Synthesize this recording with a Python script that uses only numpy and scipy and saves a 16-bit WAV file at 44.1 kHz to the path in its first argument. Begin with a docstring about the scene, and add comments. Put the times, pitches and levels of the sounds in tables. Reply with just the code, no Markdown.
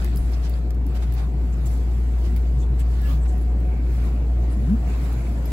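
"""Inside a standing train car

An onboard motor drones near 59 Hz over the rumble, duct air and fan whine of the ventilation.
Someone moves between the seats: clothes rustle, a small metal zip pull ticks and rings, soft steps
sway the floor, seats squeak and thud, and rubbed upholstery slips in one short rising groan."""
import sys
import numpy as np
from scipy import signal
from scipy.fft import rfft, irfft, next_fast_len
from scipy.io import wavfile
from scipy.ndimage import uniform_filter1d, map_coordinates

SR = 44100
rng = np.random.default_rng(int(sys.argv[2]) if len(sys.argv) > 2 else 0)


def wav_out(sig):
    """Save sig, one row per channel (or a flat mono array), as 16-bit PCM at SR to the path in sys.argv[1]."""
    wavfile.write(sys.argv[1], SR, np.round(np.clip(np.atleast_2d(sig).T, -1, 1) * 32767).astype(np.int16))


N = 243431

# the motor's level and pan along the aisle: time_s, level_db, left_over_right_db
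MOTOR_RIDE = [(0.06, -20, 2), (0.87, -21, 2), (3.08, -18, 1), (4.01, -19.5, 1), (4.3, -18.5, 0.5),
              (5.46, -22, 1)]

# Noise colours: freq_hz, relative_db
RUMBLE_EQ = [(20, -26.5), (36, -20), (60, 4), (95, -3), (130, 2.5), (200, -4.5), (260, -7), (330, -8.5),
             (480, -17), (800, -40.5), (2000, -84)]  # the car body
DUCT_EQ = [(150, -40), (250, 0), (450, -2), (700, 2), (850, -4), (1300, -9.5), (2400, -15.5), (3500, -25.5),
           (8000, -44), (16000, -53)]  # air in the ducts
SWISH_EQ = [(300, -55), (500, 1.5), (1100, 3.5), (1700, -0.5), (2350, -1), (3100, -5.5), (4600, -5.5),
            (7000, -26), (12000, -47.5)]  # cloth sliding on cloth
FIZZ_EQ = [(1000, -48), (2000, -7), (4000, 2), (7500, 6), (10500, 2.5), (12200, 0), (13500, -0.5),
           (16000, -1.5)]  # fibres catching
BRUSH_EQ = [(300, -11), (650, 7.5), (1500, 0), (4500, -2), (8000, -10.5), (11000, -13.5), (16000, -24)]  # a brushing sleeve
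RASP_EQ = [(800, -26), (1250, -13), (1600, 3), (1850, -12), (2200, 5), (2550, 1.5), (2900, -13),
           (4000, -34)]  # a coarse weave dragging
SNAP_EQ = [(800, 1), (3000, -4), (7000, -6.5), (12000, -6), (16000, -7)]  # the zip pull striking
BUFFET_EQ = [(20, -29), (45, 1), (75, 0), (140, -28), (400, -46.5)]  # stirred air
# how alike the cabin's noise is at the two ears: freq_hz, correlation
EAR_LIKENESS = [(60, 1), (130, 0.98), (290, 0.92), (450, 0.81), (640, 0.39), (1200, 0.02), (3000, -0.12)]

# Bell-shaped swells: peak_s, level_db, half_length_s
OUTLET_SWELLS = [(3.33, -44, 0.023), (3.5, -50, 0.035), (3.68, -48, 0.056), (4.63, -49, 0.056),
                 (4.87, -49, 0.083)]  # the fan whine surfaces at each passing outlet
SLEEVE_STROKES = [(.338, -48.5, 0.015), (.458, -46, 0.025), (.965, -43, 0.011), (1.032, -44, .011),
                  (1.19, -47, 0.015), (1.668, -50, 0.0087), (2.26, -46.5, 0.021), (2.37, -52, 0.0091),
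                  (3.262, -50, 0.0069), (4.525, -57, 0.019)]  # quick brushes of a sleeve
SEAT_SCRAPE = [(3.1, -46.5, 0.042)]  # a scrape along a seat back
WEAVE_DRAGS = [(3.77, -55, 0.1), (4.03, -58, 0.089), (4.92, -51, 0.035), (5.04, -52.5, 0.061),
               (5.2, -53, 0.08), (5.45, -64, .06)]  # coarse cloth drags along the aisle seats
SEAT_PUSHES = [(4.578, -24, 0.012), (4.638, -25, 0.021), (4.695, -18.5, 0.017), (4.723, -12.5, 0.02)]  # pushes against the upholstery
FOOTFALLS = [(.222, -24, 0.034), (3.97, -32, .06)]  # soft steps on carpet
AIR_PUFF = [(4.07, -36, 0.028)]  # air stirred by walking

# turns of the body: peak_s, swish_db, half_length_s, fizz_over_swish_db
BODY_TURNS = [(0.013, -45, 0.082, -6), (0.225, -51.5, 0.21, -2), (0.533, -50, 0.041, -5.5),
              (1.018, -51, 0.1, -6), (1.194, -44.5, 0.039, -11), (1.723, -57, 0.056, 6.5),
              (1.98, -55, 0.47, -1), (2.316, -55.5, 0.087, -5), (2.978, -50, 0.099, -3.5),
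              (3.1, -50.5, 0.074, 0), (3.36, -58.5, 0.065, 3), (3.998, -49, 0.1, -3),
              (4.666, -54.5, 0.18, -2), (4.92, -47.5, 0.049, -1), (5.052, -47.8, 0.071, 0),
              (5.257, -53, 0.16, 1.5), (5.502, -48, 0.045, -1.5)]
# the body holds still and the cloth's whisper ducks: centre_s, share_removed_db, half_length_s
LULLS = [(.77, -6.5, 0.089), (1.4, -13, .08), (2.69, -10, 0.033)]
# creaks of stiff fabric: peak_s, level_db, half_length_s, resonance_hz, bandwidth_hz
FABRIC_CREAKS = [(0.342, -49.5, .009, 5000, 2400), (.454, -48.5, .012, 5300, 2400),
                 (.955, -58, 0.012, 12100, 350), (1.217, -43, .018, 680, 400),
                 (1.536, -54.5, 0.0077, 7300, 2500), (1.669, -47, 0.0088, 7560, 2600),
                 (1.67, -51, .01, 14500, 5000), (2.37, -59, 0.0045, 4600, 2600),
                 (2.372, -51, .009, 1900, 1600), (2.373, -52, .01, 14300, 4000),
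                 (2.613, -54.5, 0.021, 6900, 2600), (2.632, -56, 0.012, 3450, 500),
                 (2.807, -49, 0.012, 8150, 2600), (2.808, -48.5, .011, 2640, 2600),
                 (3.066, -50.5, 0.014, 2740, 350), (3.105, -47, 0.034, 1130, 280),
                 (3.107, -50.5, 0.019, 3000, 1200), (3.09, -51.5, 0.045, 13900, 5000),
                 (3.23, -56, .014, 7800, 1400), (3.263, -49, 0.0071, 1700, 1800),
                 (3.294, -51.5, 0.012, 7600, 3000), (3.42, -57, 0.0084, 10400, 2500),
                 (4.526, -53, 0.02, 8900, 2000), (5.02, -50, .07, 1150, 700)]

# contacts of the zip pull: start_s, snap_db, ring_db, brightness_db
ZIP_HITS = [(0.045, -27, -50, 2), (0.0623, -45, -60, 4), (0.16, -38, -59, 16.5), (0.1713, -37, -40.5, 6),
            (.3177, -45, -58, 5), (0.4958, -36, -50, 9), (0.7062, -31.5, -55, -8), (.747, -42, -68, 1),
            (0.866, -40.5, -61, 12), (1.1227, -36, -53, 6), (1.139, -40, -56, 10), (1.1487, -45, -58, 13),
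            (1.6587, -38, -57, 4), (2.363, -35.5, -53, 5), (2.792, -46, -58, 6), (2.796, -37, -49.5, 6),
            (3.0183, -44, -62, 15), (3.38, -42, -64, 4), (3.603, -45, -64, 6), (5.128, -40, -64, 10),
            (5.456, -43, -44, -1)]
# the pull's ringing modes: pitch_hz, relative_db, t60_s
ZIP_MODES = [(5030, -1.5, 0.039), (9500, -15, .03), (11900, -2, 0.084), (12220, 5.5, 0.037),
             (13300, -10, .035), (14300, -17, .03)]
# after a hard contact the pull swings free until cloth stops it: start_s, level_db, free_for_s
ZIP_SWINGS = [(.172, -40.5, .135), (.496, -53.5, .12)]

# what the seat padding lets through: freq_hz, gain_db
PADDING_EQ = [(100, -4.5), (150, -0.5), (200, 0), (270, -5), (320, -17), (420, -30), (700, -43)]
# Short seat notes: peak_s, level_db, half_length_s, pitch_hz
SEAT_SQUEAKS = [(3.062, -47.5, 0.026, 1696), (3.105, -44.5, 0.028, 558), (3.11, -46, 0.015, 1210)]  # the scrape sticks and slips
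ARM_BUMPS = [(.065, -39.5, 0.021, 347), (.865, -35, 0.012, 263.6), (2.58, -29.5, .018, 129.4),
             (2.735, -28, 0.024, 135.7), (3.11, -37, 0.029, 269), (3.16, -30.5, 0.028, 149.8)]  # an arm knocks the padding


def drone(motor_hz=58.74, drift_hz=0.059, flutter_db=-0.27, octave_db=-48, hum_db=-46):
    """An induction motor turns just under mains frequency; a transformer hums at twice the mains."""
    level_db, pan_db = curves(MOTOR_RIDE)
    phase = 2 * np.pi * np.cumsum(motor_hz + drift_hz * wobble(2.36)) / SR
    motor = amp(level_db + flutter_db * wobble(5.9)) * np.sin(phase)
    octave = amp(octave_db) * np.sin(2 * phase)
    hum = amp(hum_db) * np.sin(2 * np.pi * 120 * clock())
    return panned(np.sqrt(2) * (motor + octave + hum), pan_db)


def ventilation(rumble_db=-32.5, air_db=-47.5, fan_db=-56, blade_hz=730, waver_hz=8):
    """The car body rumbles, air runs through the ducts and the fan blades give a wavering whine."""
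    aisle = glide(middle_s=3.88, scale_s=0.72)  # rumble and air grow from window seat to aisle
    rumble = amp(rumble_db + 1.5 * aisle + 0.4 * wobble(14)) * rush(RUMBLE_EQ, patchy_db=1.12)
    near_wall = swells([(3.42, -43, 0.15), (4.62, -39, 0.1), (5.42, -40, 0.11)])
    cabin_boom = near_wall * whirr(centre_hz=125.5, width_hz=26)
    air = amp(air_db + 4 * aisle) * rush(DUCT_EQ, patchy_db=2.5)
    # the whine reaches each ear by its own changing paths
    blades = np.array([amp(wobble(20)) * sine(blade_hz + waver_hz * wobble(40)) for ear in range(2)])
    whine = unit(blades) + amp(-5.5) * whirr(centre_hz=702, width_hz=42)
    fan = np.hypot(amp(fan_db), swells(OUTLET_SWELLS)) * whine
    return panned(rumble + cabin_boom, db=0.5) + panned(air + fan, db=2.5)


def clothes(rest_swish_db=-56, rest_fizz_db=-57.5):
    """Cloth swishes and its fibres fizz as the body turns; a sleeve brushes, creaks and rasps."""
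    restless = 1 - swells(LULLS)
    swish_swells = swells([(s, db, half) for s, db, half, _ in BODY_TURNS])
    fizz_swells = swells([(s, db + over, half) for s, db, half, over in BODY_TURNS])
    sliding = np.hypot(restless * amp(rest_swish_db), swish_swells)
    catching = np.hypot(restless * amp(rest_fizz_db), fizz_swells)
    swish = sliding * amp(-0.62 + 0.7 * wobble(16)) * rush(SWISH_EQ, grain_db=2.5, patchy_db=3)
    fizz = catching * amp(-3.5 + 0.71 * wobble(25.95)) * rush(FIZZ_EQ, grain_db=0.5, patchy_db=3)
    brushing = swells(SLEEVE_STROKES) + amp(-2) * swells(SEAT_SCRAPE)
    strokes = brushing * rush(BRUSH_EQ, grain_db=1.5, patchy_db=1.8)
    creaks = sum(swells([(s, db, half)]) * whirr(hz, width) for s, db, half, hz, width in FABRIC_CREAKS)
    rasp = swells(WEAVE_DRAGS) * rush(RASP_EQ, grain_db=4, patchy_db=2.5)
    return panned(swish + fizz + strokes + creaks + rasp, db=-2.5)


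def zip_pull(attack_s=0.0002, snap_t60_s=0.006, tail_db=-17, tail_t60_s=0.069, bright_hz=9500,
             sing_hz=9037, sing_t60_s=0.49):
    """Each contact snaps and rings the small metal pull; swinging free, it sings one high note."""
    out = np.zeros((2, N))
    snap = rush(SNAP_EQ, patchy_db=2)
    # the snap's top end, raised or lowered by each hit's brightness_db
    edge = filtered(snap, lambda hz: 1 - 1 / (1 + (hz / bright_hz) ** 6))
    for s, snap_db, ring_db, bright_db in ZIP_HITS:
        start = round(s * SR)
        span = slice(start, min(start + SR // 5, N))
        t = np.arange(span.stop - start) / SR
        for hz, mode_db, t60 in ZIP_MODES:
            phase = 2 * np.pi * (hz * t + rng.random())
            rattle = 0.2 * np.cumsum(rng.standard_normal(len(t)))  # the loose pull blurs each mode
            ring = amp(ring_db + mode_db + rng.normal(0, 0.65) - 60 * t / t60)
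            out[:, span] += ring * np.sin(phase + rattle)
        scatter = amp(tail_db - 60 * t / tail_t60_s)  # off the nearby seats
        envelope = (amp(-60 * t / snap_t60_s) + scatter) * (1 - np.exp(-t / attack_s))
        out[:, span] += amp(snap_db) * envelope * (snap[:, span] + (amp(bright_db) - 1) * edge[:, span])
    for s, db, free_s in ZIP_SWINGS:
        t = np.maximum(clock() - s, 0)
        choke = 1 - glide(s + free_s, scale_s=0.006)
        out += amp(db - 60 * t / sing_t60_s) * choke * np.sin(2 * np.pi * sing_hz * t)
    return out


def seat_groan(creep_hz=99, slide_hz=234.4, jitter=0.017, rough_db=2, ear_lag_s=0.0003):
    """Upholstery creeps, then gives way and slips faster; the padding passes only low harmonics."""
    slip_hz = creep_hz + (slide_hz - creep_hz) * glide(middle_s=4.693, scale_s=0.0229)
    phase = 2 * np.pi * np.cumsum(slip_hz * (1 + jitter * wobble(120))) / SR
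    slips = sum(amp(along(PADDING_EQ, k * slip_hz)) * np.sin(k * phase) for k in (1, 2, 3))
    left = swells(SEAT_PUSHES) * amp(rough_db * wobble(90)) * slips
    # the seat is on the left, so the right ear hears it later and softer
    right = amp(-1.5) * np.interp(clock() - ear_lag_s, clock(), left)
    return np.array([left, right])


def footsteps(floor_hz=41):
    """Soft steps on the carpet set the floor swaying; stirred air buffets each side separately."""
    sway = swells(FOOTFALLS) * sine(floor_hz + 3 * wobble(15.6))
    buffet = unit(filtered(rng.standard_normal((2, N)), lambda hz: amp(along(BUFFET_EQ, hz))))
    return sway + swells(AIR_PUFF) * buffet


def seat_contacts():
    """A rubbed seat back squeaks, differently at each ear; padding answers a bump with a dull note."""
    squeaks = np.array([tones(SEAT_SQUEAKS, waver=0.013, rate_hz=450) for ear in range(2)])
    return squeaks + tones(ARM_BUMPS, waver=0.043, rate_hz=66)


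def rush(eq, grain_db=0, patchy_db=0):
    """Diffuse stereo noise of rms 1; grain_db adds tiny catches, patchy_db passing colours."""
    grainy = rng.standard_normal((2, N)) * amp(grain_db * wobble(600))
    spectra = signal.stft(grainy, nperseg=1024)[2]
    patches = uniform_filter1d(rng.standard_normal(spectra.shape[1:]), size=5, axis=0)
    patches = np.clip(unit(uniform_filter1d(patches, size=5, axis=1)), -2, 2)
    pair = signal.istft(spectra * amp(patchy_db * patches), nperseg=1024)[1][:, :N]
    spread = lambda hz: np.arccos(np.clip(along(EAR_LIKENESS, hz), -1, 1)) / 2  # narrow bass, wide top
    mid, side = filtered(pair, lambda hz: amp(along(eq, hz)) * [np.cos(spread(hz)), np.sin(spread(hz))])
    return unit(np.array([mid + side, mid - side]))


def whirr(centre_hz, width_hz):
    """A fuzzy tone: noise in one resonance, different at each ear."""
    noise = rng.standard_normal((2, N))
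    return unit(filtered(noise, lambda hz: 1 / (1 + (2 * (hz - centre_hz) / width_hz) ** 2)))


def tones(rows, waver, rate_hz):
    """A short unsteady note for each row; its pitch strays by the share waver."""
    return np.sqrt(2) * sum(swells([(s, db, half)]) * sine(hz * (1 + waver * wobble(rate_hz)))
                            for s, db, half, hz in rows)


def sine(pitch_hz):
    """An oscillator that follows a pitch curve."""
    return np.sin(2 * np.pi * np.cumsum(pitch_hz) / SR)


def swells(rows):
    """A bell-shaped envelope for each (peak_s, level_db, half_length_s) row; overlaps add in power."""
    bells = (amp(db) * np.exp(-0.5 * ((clock() - s) / half) ** 2) for s, db, half in rows)
    return np.sqrt(sum(bell ** 2 for bell in bells))


def glide(middle_s, scale_s):
    """A smooth fade from 0 to 1."""
    return 0.5 + 0.5 * np.tanh((clock() - middle_s) / (2 * scale_s))


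def wobble(rate_hz):
    """A smooth random curve with rate_hz knots a second."""
    return map_coordinates(rng.standard_normal(int(N * rate_hz / SR) + 4), [clock() * rate_hz])


def curves(rows):
    """An automation curve for each column after the time."""
    times, *columns = np.transpose(rows)
    return [np.interp(clock(), times, column) for column in columns]


def along(points, hz):
    """Read (freq_hz, value) points on a log frequency axis."""
    freqs, values = np.transpose(points)
    return np.interp(np.log(hz + 1), np.log(freqs + 1), values)


def filtered(x, response):
    """Shape x with a frequency response."""
    size = next_fast_len(N + SR // 2)
    return irfft(rfft(x, size) * response(np.fft.rfftfreq(size, 1 / SR)), size)[..., :N]


def panned(x, db):
    """Make the left channel db louder than the right."""
    return x * amp(np.array([[0.5], [-0.5]]) * db)


def amp(db):
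    """Decibels to gain."""
    return 10 ** (np.asarray(db) / 20)


def unit(x):
    """Scale to rms 1."""
    return x / np.sqrt(np.mean(x ** 2) + 1e-20)


def clock():
    """The time of every sample in seconds."""
    return np.arange(N) / SR


def scene():
    """The car's machinery, and the small sounds of someone moving through it."""
    machinery = drone() + ventilation()
    return machinery + footsteps() + seat_groan() + clothes() + seat_contacts() + zip_pull()


def record(dry, split_hz=7600, lag_s=0.000221, top_hz=15800):
    """Above split_hz the left becomes a late, inverted copy of the right; both cut off at top_hz."""
    left, right = dry
    crossfade = lambda hz: np.pi / 2 / (1 + (split_hz / (hz + 1)) ** 26)
    left_lows = filtered(left, lambda hz: np.cos(crossfade(hz)))
    late_highs = filtered(right, lambda hz: np.sin(crossfade(hz)) * np.exp(-2j * np.pi * hz * lag_s))
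    return filtered(np.array([left_lows - late_highs, right]), lambda hz: hz < top_hz)


dry = scene()
out = record(dry)
wav_out(out)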